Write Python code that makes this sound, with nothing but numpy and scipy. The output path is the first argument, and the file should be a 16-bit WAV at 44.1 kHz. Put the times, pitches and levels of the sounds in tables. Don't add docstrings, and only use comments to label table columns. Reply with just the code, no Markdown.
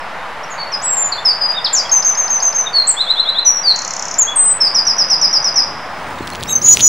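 import sys
import numpy as np
from scipy import signal
from scipy.fft import rfft, irfft, next_fast_len
from scipy.io import wavfile
from scipy.ndimage import uniform_filter1d, map_coordinates

SR = 44100
rng = np.random.default_rng(int(sys.argv[2]) if len(sys.argv) > 2 else 0)


def int16_out(signal):
    q = np.round(np.clip(np.atleast_2d(signal).T, -1, 1) * 32767)
    wavfile.write(sys.argv[1], SR, q.astype(np.int16))


N = 303408

# start_s, length_s, first_hz, turn_hz, last_hz, turn_after_s, swell_s, peak_db, fade_db,
# settle (1 is an even slide, more slows down at the end)
WREN_NOTES = [ (0.424, .026, 4500, 5700, 5730, .020, .018, -32, 10, 1),
              (0.498, .036, 6420, 7200, 6480, .014, .030, -26, 4, 2.2),
              (0.577, .062, 4620, 4480, 4430, .012, .036, -19, 1, 1),
              (0.718, .036, 6030, 5010, 4986, .025, .026, -11, 8, 1),
              (0.815, .275, 5400, 7850, 7040, .022, .050, -13, 1.5, 1.2),
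              (1.118, .021, 4880, 4750, 3980, .003, .008, -12, 7, 1.5),
              (1.175, .024, 3400, 3530, 3590, .012, .012, -20, 1, 1),
              (1.248, .074, 5300, 5260, 4570, .010, .012, -6, 4, 1.2),
              (1.408, .120, 5030, 4910, 4850, .030, .012, -9, 8, 1),
              (1.540, .057, 3570, 3770, 3430, .028, .046, -16, 0, .7),
              (1.642, .040, 5570, 5300, 3150, .004, .007, -9, 11, 1.6),
              (1.727, .088, 7150, 7350, 4670, .015, .012, -7.5, 7, 1.8),
              (1.848, .023, 3110, 3350, 3210, .008, .008, -27, 0, 1),
              (2.657, .027, 3640, 3820, 3550, .008, .022, -15, 6, 1),
              (2.730, .099, 4670, 4460, 4060, .020, .034, -4.5, 10, .8),
              (2.868, .048, 6730, 8330, 7150, .024, .010, -8, -3, 1.1),
              (3.448, .056, 6170, 6050, 5740, .008, .016, -5.5, 1.5, 1.5),
              (3.502, .106, 5740, 5730, 5680, .010, .004, -14.5, 1.5, 1),
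              (3.632, .095, 4880, 4780, 3970, .014, .054, -5.5, 3, .9),
              (4.181, .053, 6560, 7380, 6280, .016, .010, -4, 5, 1.3),
              (4.268, .036, 3194, 3400, 3420, .026, .028, -15, 6, 1),
              (4.356, .195, 8850, 8200, 8070, .022, .012, -8, 1.5, 1.5),
              (4.602, .083, 5400, 5330, 4600, .014, .020, -6, 6, .85), ]
# start_s, peak_db
SLUR_TIMES = [(1.913, -8.5), (2.0441, -9), (2.17, -11.5), (2.298, -11.5), (2.42, -9.5), (2.5452, -12.5)]
RISE_TIMES = [(2.963, -4.5), (3.060, -5.5), (3.153, -4.5), (3.246, -5.5), (3.342, -5)]
FALL_TIMES = [(4.745, -7.5), (4.8656, -7.5), (4.98, -8), (5.0984, -7.5), (5.2109, -8.5), (5.3259, -8.5),
              (5.4403, -8.5), (5.5559, -8)]
# length_s, first_hz, turn_hz, last_hz, turn_after_s, swell_s, fade_db, settle
SLUR = (.077, 6330, 6420, 6070, .014, .006, 2, 1.6)
FLICK = (.009, 3710, 5300, 5630, .007, .005, 7, 1)
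RISE = (.042, 3230, 3400, 3850, .014, .020, -2, 1)
CREST = (.021, 3840, 3880, 4170, .003, .007, 6, 1.1)
FALL = (.054, 6100, 5080, 4780, .034, .005, 0, .8)
TICK = (.006, 7820, 7300, 4560, .001, .001, 0, 1)
PIP = (.008, 5790, 5840, 5750, .004, .002, 5, 1)
ROBIN_WHISTLES = [ (6.466, .058, 4820, 6480, 6480, .034, .044, -20, 0),
                  (6.520, .027, 6450, 6400, 6230, .008, .012, -5.5, 11),
                  (6.550, .021, 6350, 6320, 6080, .005, .006, -7, 4),
                  (6.572, .016, 6350, 6300, 6100, .003, .005, -7, 10),
                  (6.615, .127, 5400, 6850, 6800, .024, .100, -1, 0),
                  (6.630, .078, 6510, 6340, 6150, .030, .030, -14, -2),
                  (6.703, .048, 5950, 6080, 5930, .012, .024, -3, 6),
                  (6.806, .100, 6160, 6850, 6760, .016, .060, -2, 0),
                  (6.808, .100, 6250, 6080, 5760, .020, .020, -9, -4), ]
ROBIN_REED = [(6.476, .058, 3680, 3830, 3760, .024, .018, -21, 4)]
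FAINT_NOTES = [ (0.0, .14, 5460, 5030, 5200, .06, .005, -45, 8),
               (0.18, .06, 3730, 3650, 3720, .03, .01, -50, 0),
               (0.57, .06, 4100, 3880, 4030, .03, .01, -40, 2),
               (4.43, .13, 5100, 5010, 4820, .06, .02, -45, 0),
               (5.945, .04, 5030, 5150, 5200, .02, .01, -49, 0),
               (6.175, .025, 4220, 3660, 3750, .014, .012, -36, 4),
               (6.22, .03, 3960, 4200, 4000, .012, .006, -39, 1),
               (6.318, .017, 4260, 4270, 4100, .012, .010, -25, 6), ]
# multiple, level_db (the wren's are for a note at 0 dB)
WREN_OVERTONES = [(2, -33.5), (3, -45)]
WHISTLE_OVERTONES = [(2, -34)]
REED_OVERTONES = [(2, -3.5), (3, -12), (4, -27)]
# time_s, left_minus_right_db
HEAD_TURNS = [(.4, 1), (1.4, .5), (2, 3), (2.7, 1), (4.2, 2.5), (4.8, -1), (5.55, 0)]
# start_s, relative_level_db, ring_hz
LOUD_SNAPS = [(1.5222, -15, 2750), (6.2766, -14.5, 3350), (6.3028, -17, 1790), (6.335, -16, 2600),
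              (6.3507, -14, 2740), (6.356, -16, 3130), (6.4096, -16, 3900), (6.425, -18.5, 3800),
              (6.4295, -9, 3430), (6.4362, -12, 3500), (6.4582, -16, 2230), (6.4959, -12, 3700),
              (6.6623, -10, 4560), (6.673, -14.5, 3350), (6.6859, -6, 3150), (6.7714, 2.8, 2630),
              (6.7946, -5, 2880), (6.7989, -8, 3300), (6.802, -10, 3020), (6.8067, -1.5, 3550),
              (6.8099, -3, 3660)]
# frequency_hz, gain_db
SNAP_COLOUR = [(600, -31.5), (2000, -5), (3500, -1.5), (6000, 0), (10000, -4), (12500, -12), (15000, -25.5),
               (17000, -49)]
# start_s, peak_db, pitch_hz
THUD = (6.2075, -12.5, 315)
# delay_s, level_db (average of the two sides)
TRUNK_ECHOES = [(.006, -21), (.013, -23), (.022, -29.5), (.027, -22), (.033, -15)]
# frequency_hz, base_time_s to fall by 60 dB
TREE_DECAY = [(3000, 0.27), (5000, .35), (8000, 0.21), (12000, 0.6)]
# frequency_hz, gain_db
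LEAF_DULLING = [(3000, 0), (6000, 2), (8300, -1), (10000, -1), (16000, -6.5)]
# frequency_hz, relative_level_db (per Hz)
TRAFFIC_COLOUR = [(70, -55), (120, -23.5), (170, -12.5), (250, -16), (380, -16.5), (520, -7.5), (650, -4.5),
                  (900, -1.5), (1900, -9), (3100, -19), (4500, -25.5), (8000, -38), (12000, -42.5),
                  (14500, -57.5), (17000, -66.5)]
RUMBLE_COLOUR = [(15, -39.5), (30, -22.5), (45, -8), (70, -6.5), (110, -6.5), (160, -11.5), (250, -62.5)]
WOOD_COLOUR = [(30, -31.5), (60, -8.5), (150, -1), (300, -3.5), (600, -9), (1200, -19), (2500, -28.5),
               (4000, -58)]
HISS_COLOUR = [(1000, -36), (2500, -4.5), (5000, 0.5), (8000, -3.5), (10000, -6.5), (12000, -17.5),
               (14500, -19), (17000, -34.5)]
# frequency_hz, side_minus_mid_db
NOISE_WIDTH = [(60, -24.5), (100, -22.5), (180, -26), (310, -30.5), (520, -28), (900, -21), (1550, -15.5),
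               (2670, -11), (4590, -10), (7890, -5)]
# time_s, level_db
TRAFFIC_LEVEL = [(0, -26.3), (1.5, -26), (3.5, -28.3), (5, -26.5), (6.1, -26.5), (6.88, -33.5)]
RUMBLE_LEVEL = [(0, -52), (.9, -50), (4, -54), (5, -49.5), (5.8, -51.5), (6.4, -38), (6.88, -35)]
WOOD_LEVEL = [(0, -72.5), (4, -45), (4.7, -41.5), (5.9, -39), (6.4, -32.5), (6.88, -29.5)]
HISS_LEVEL = [(5.7, -76), (6, -48), (6.45, -44.5), (6.6, -42), (6.7, -29), (6.88, -33)]
# time_s, value
OFFSET = [(0, -.024), (1, -.0165), (6, -.0165), (6.88, 0)]

ONSET_DB, EASE = -19, 1.8
RELEASE_DB, RELEASE_SHARE = 4, .12
FLICK_LEAD_S, FLICK_DB = .021, -5
PIP_LEAD_S, PIP_DB = .015, -9
RISE_DB = -11
RATTLE_START_S, TICK_GAP_S, TICK_COUNT, TICK_DB = 3.7595, .02925, 14, -14
SMALL_SNAP_COUNT, SMALL_SNAP_DB, SMALL_SNAP_HZ = 12, -23, 2600
FADE_START_S, FADE_END_S = 5.75, 6.88
WHINE_HZ, WHINE_DB = 15703, -37.5
BAND_HZ, TOP_HZ = 15850, 20000


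def amp(db):
    return 10 ** (np.asarray(db) / 20)


def unit(x):
    return x / np.sqrt(np.mean(x ** 2) + 1e-20)


def along(points, hz):
    point_hz, values = np.transpose(points)
    return np.interp(np.log(hz + 1), np.log(point_hz + 1), values)


def curve(rows):
    return np.interp(np.arange(N) / SR, *np.transpose(rows))


def wobble(rate, size=N):
    knots = rng.standard_normal(int(size * rate / SR) + 4)
    return map_coordinates(knots, [np.arange(size) * rate / SR])


def filtered(x, response):
    padded_size = next_fast_len(N + 8192)
    gain = response(np.fft.rfftfreq(padded_size, 1 / SR))
    return irfft(rfft(x, padded_size) * gain, padded_size)[..., :N]


def rush(colour, patchy_db):
    z = signal.stft(rng.standard_normal((2, N + 512)), nperseg=512)[2]
    patches = uniform_filter1d(rng.standard_normal(z.shape[1:]), 6, 0)
    patches = uniform_filter1d(patches, 14, 1)
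    pair = signal.istft(z * amp(patchy_db * unit(patches)), nperseg=512)[1][:, :N]
    mid, side = filtered(pair, lambda hz: amp(along(colour, hz) + [0 * hz, along(NOISE_WIDTH, hz)]))
    return unit(np.array([mid + side, mid - side]))


def phrase(start, length, first_hz, turn_hz, last_hz, turn, swell, peak_db, fade_db, settle=1):
    t = np.linspace(0, length, num=32)

    def before(goal):
        return np.clip(1 - t / goal, 0, 1) ** EASE

    def past(goal):
        return np.clip((t - goal) / max(length - goal, 1e-4), 0, 1)

    last_slide = 1 - (1 - past(turn)) ** settle
    hz = turn_hz + (first_hz - turn_hz) * before(turn) + (last_hz - turn_hz) * last_slide
    db = peak_db + ONSET_DB * before(swell) - fade_db * past(swell)
    db = db - RELEASE_DB * past(length * (1 - RELEASE_SHARE))
    return start + t, hz, db


def sing(notes, overtones, waver, flutter_db, edge, effort=0):
    out = np.zeros(N + SR)
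    for note in notes:
        s, hz, db = phrase(*note)
        first = round(s[0] * SR)
        t = np.arange(first, round(s[-1] * SR)) / SR
        level_db = np.interp(t, s, db)
        glide = uniform_filter1d(np.interp(t, s, hz), size=65, mode="nearest")
        unsteady_hz = glide * (1 + waver * wobble(150, len(t)))
        phase = 2 * np.pi * np.cumsum(unsteady_hz) / SR
        tone = np.sin(phase)
        for multiple, overtone_db in overtones:
            tone = tone + amp(overtone_db + effort * level_db) * np.sin(multiple * phase)
        ends = np.clip(np.minimum(t - s[0], s[-1] - t) / edge, 0, 1)
        loudness = amp(level_db + flutter_db * wobble(120.3, len(t)))
        out[first:first + len(t)] += tone * ends * loudness
    return out[:N]


def echoes(x, cloud_db, side_db, longer, size=16384):
    out = np.zeros((2, N + size + 2 * SR))
    fade = np.hanning(size + 1)[:size]
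    padded = np.pad(x, (size // 2, size))
    for first in range(0, N + size // 2, size // 2):
        piece = padded[first:first + size] * fade
        if np.abs(piece).max() < 1e-4:
            continue
        hz, t, z = signal.stft(rng.standard_normal((2, SR)), SR, nperseg=256)
        decay_s = longer * along(TREE_DECAY, hz)[:, None]
        tail = signal.istft(z * amp(-60 * t / decay_s), SR, nperseg=256)[1]
        wet = signal.fftconvolve(piece[None], tail / np.linalg.norm(tail[0]), axes=1)
        out[:, first:first + wet.shape[1]] += wet
    mid, side = out[:, size // 2:size // 2 + N]
    side = amp(side_db) * side
    return amp(cloud_db) * np.array([mid + side, mid - side])


def traffic():
    level = amp(curve(TRAFFIC_LEVEL) + 0.33 * wobble(2.7))
    return level * rush(TRAFFIC_COLOUR, patchy_db=0.54)


def rumble():
    return amp(curve(RUMBLE_LEVEL)) * rush(RUMBLE_COLOUR, patchy_db=1.1)


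def wood_roar():
    level = amp(curve(WOOD_LEVEL) + .6 * wobble(8))
    return level * rush(WOOD_COLOUR, patchy_db=0.4)


def treble_hiss():
    crackle_db = 3 * wobble(200)
    return amp(curve(HISS_LEVEL) + crackle_db) * rush(HISS_COLOUR, patchy_db=2.5)


def electric_whine():
    fade = curve([(FADE_START_S, 0), (FADE_END_S, 1)])
    return fade ** 1.8 * amp(WHINE_DB) * np.sin(2 * np.pi * WHINE_HZ * np.arange(N) / SR)


def background():
    return traffic() + rumble() + wood_roar() + treble_hiss() + electric_whine()


def faint_notes():
    notes = sing(FAINT_NOTES, [], waver=0.0072, flutter_db=-1.0, edge=.004)
    return notes + echoes(notes, cloud_db=-6, side_db=-12, longer=.6)


def trill_notes():
    flicks = [(s - FLICK_LEAD_S, db + FLICK_DB) for s, db in SLUR_TIMES]
    pips = [(s - PIP_LEAD_S, db + PIP_DB) for s, db in FALL_TIMES[1:]]
    rises = [(s, db + RISE_DB) for s, db in RISE_TIMES]
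    crests = [(s + RISE[0] - .003, db) for s, db in RISE_TIMES]
    ticks = [(RATTLE_START_S + k * TICK_GAP_S, TICK_DB) for k in range(TICK_COUNT)]
    trills = [(SLUR, SLUR_TIMES), (FLICK, flicks), (RISE, rises), (CREST, crests),
              (FALL, FALL_TIMES), (TICK, ticks), (PIP, pips)]
    repeats = []
    for (length, *hz, turn, swell, fade_db, settle), times in trills:
        for s, db in times:
            variation = rng.standard_normal(4) * [.03, .0048, .08, .8]
            longer, higher, later, louder_db = [1, 1, 1, 0] + variation
            repeats.append((s, length * longer, *np.multiply(hz, higher), turn * later,
                            swell * longer, db + louder_db, fade_db, settle))
    return repeats


def trunk_echoes(dull):
    out = np.zeros((2, N))
    for k, (delay, db) in enumerate(TRUNK_ECHOES):
        delayed = np.pad(dull, (round(delay * SR), 0))[:N]
        lean = amp(2.1 * (-1) ** k * np.array([[1], [-1]]))
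        out += amp(db) * delayed * lean
    return out


def wren():
    notes = list(WREN_NOTES) + trill_notes()
    song = sing(notes, WREN_OVERTONES, waver=0.0018, flutter_db=0.98, edge=0.0019, effort=0.28)
    dull = filtered(song, lambda hz: amp(along(LEAF_DULLING, hz)))
    direct = song * amp(curve(HEAD_TURNS) * [[.5], [-.5]])
    short_cloud = echoes(dull, cloud_db=-3.5, side_db=-9, longer=1.0)
    long_cloud = echoes(dull, cloud_db=-16.5, side_db=-8.5, longer=3.3)
    return direct + trunk_echoes(dull) + short_cloud + long_cloud


def snaps():
    out = np.zeros(N + SR)
    t = np.arange(SR // 50) / SR
    spread = [FADE_END_S - 6.05, 6.5, SMALL_SNAP_HZ]
    lowest = [6.05, SMALL_SNAP_DB - 3.5, SMALL_SNAP_HZ / 2]
    small = rng.random((SMALL_SNAP_COUNT, 3)) * spread + lowest
    for s, db, hz in [*LOUD_SNAPS, *small]:
        ring = amp(-60 * t / 0.0028) * np.sin(2 * np.pi * hz * t)
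        spit = 0.9 * amp(-60 * t / 0.0012) * rng.standard_normal(len(t))
        out[round(s * SR):][:len(t)] += amp(db + 5.0) * (ring + spit)
    return filtered(out[:N], lambda hz: amp(along(SNAP_COLOUR, hz)))


def thud():
    s, db, hz = THUD
    cycles = (np.arange(N) / SR - s - .001) * hz
    return -amp(db) * np.cos(2 * np.pi * cycles) * np.exp(-2.5 * cycles ** 2)


def robin():
    whistle = sing(ROBIN_WHISTLES, WHISTLE_OVERTONES, waver=.006, flutter_db=2.6, edge=.002)
    reed = sing(ROBIN_REED, REED_OVERTONES, waver=.002, flutter_db=3.0, edge=.002)
    whistle_mixing = filtered(.02 * whistle ** 2, lambda hz: hz > 9000)
    mixing = 1.5 * whistle * reed + whistle_mixing
    return whistle + reed + mixing


def close_sounds():
    near = snaps() + thud() + robin()
    return near + echoes(near, cloud_db=-12, side_db=-51, longer=1.0)


def scene():
    return background() + faint_notes() + wren() + close_sounds()


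def record(dry):
    rounded = dry / (1 + np.abs(dry / 1.04) ** 10) ** (1 / 10)
    shifted = filtered(rounded, lambda hz: hz < BAND_HZ) + curve(OFFSET)
    return filtered(np.clip(shifted, -1, 1), lambda hz: hz < TOP_HZ)


dry = scene()
out = record(dry)
int16_out(out)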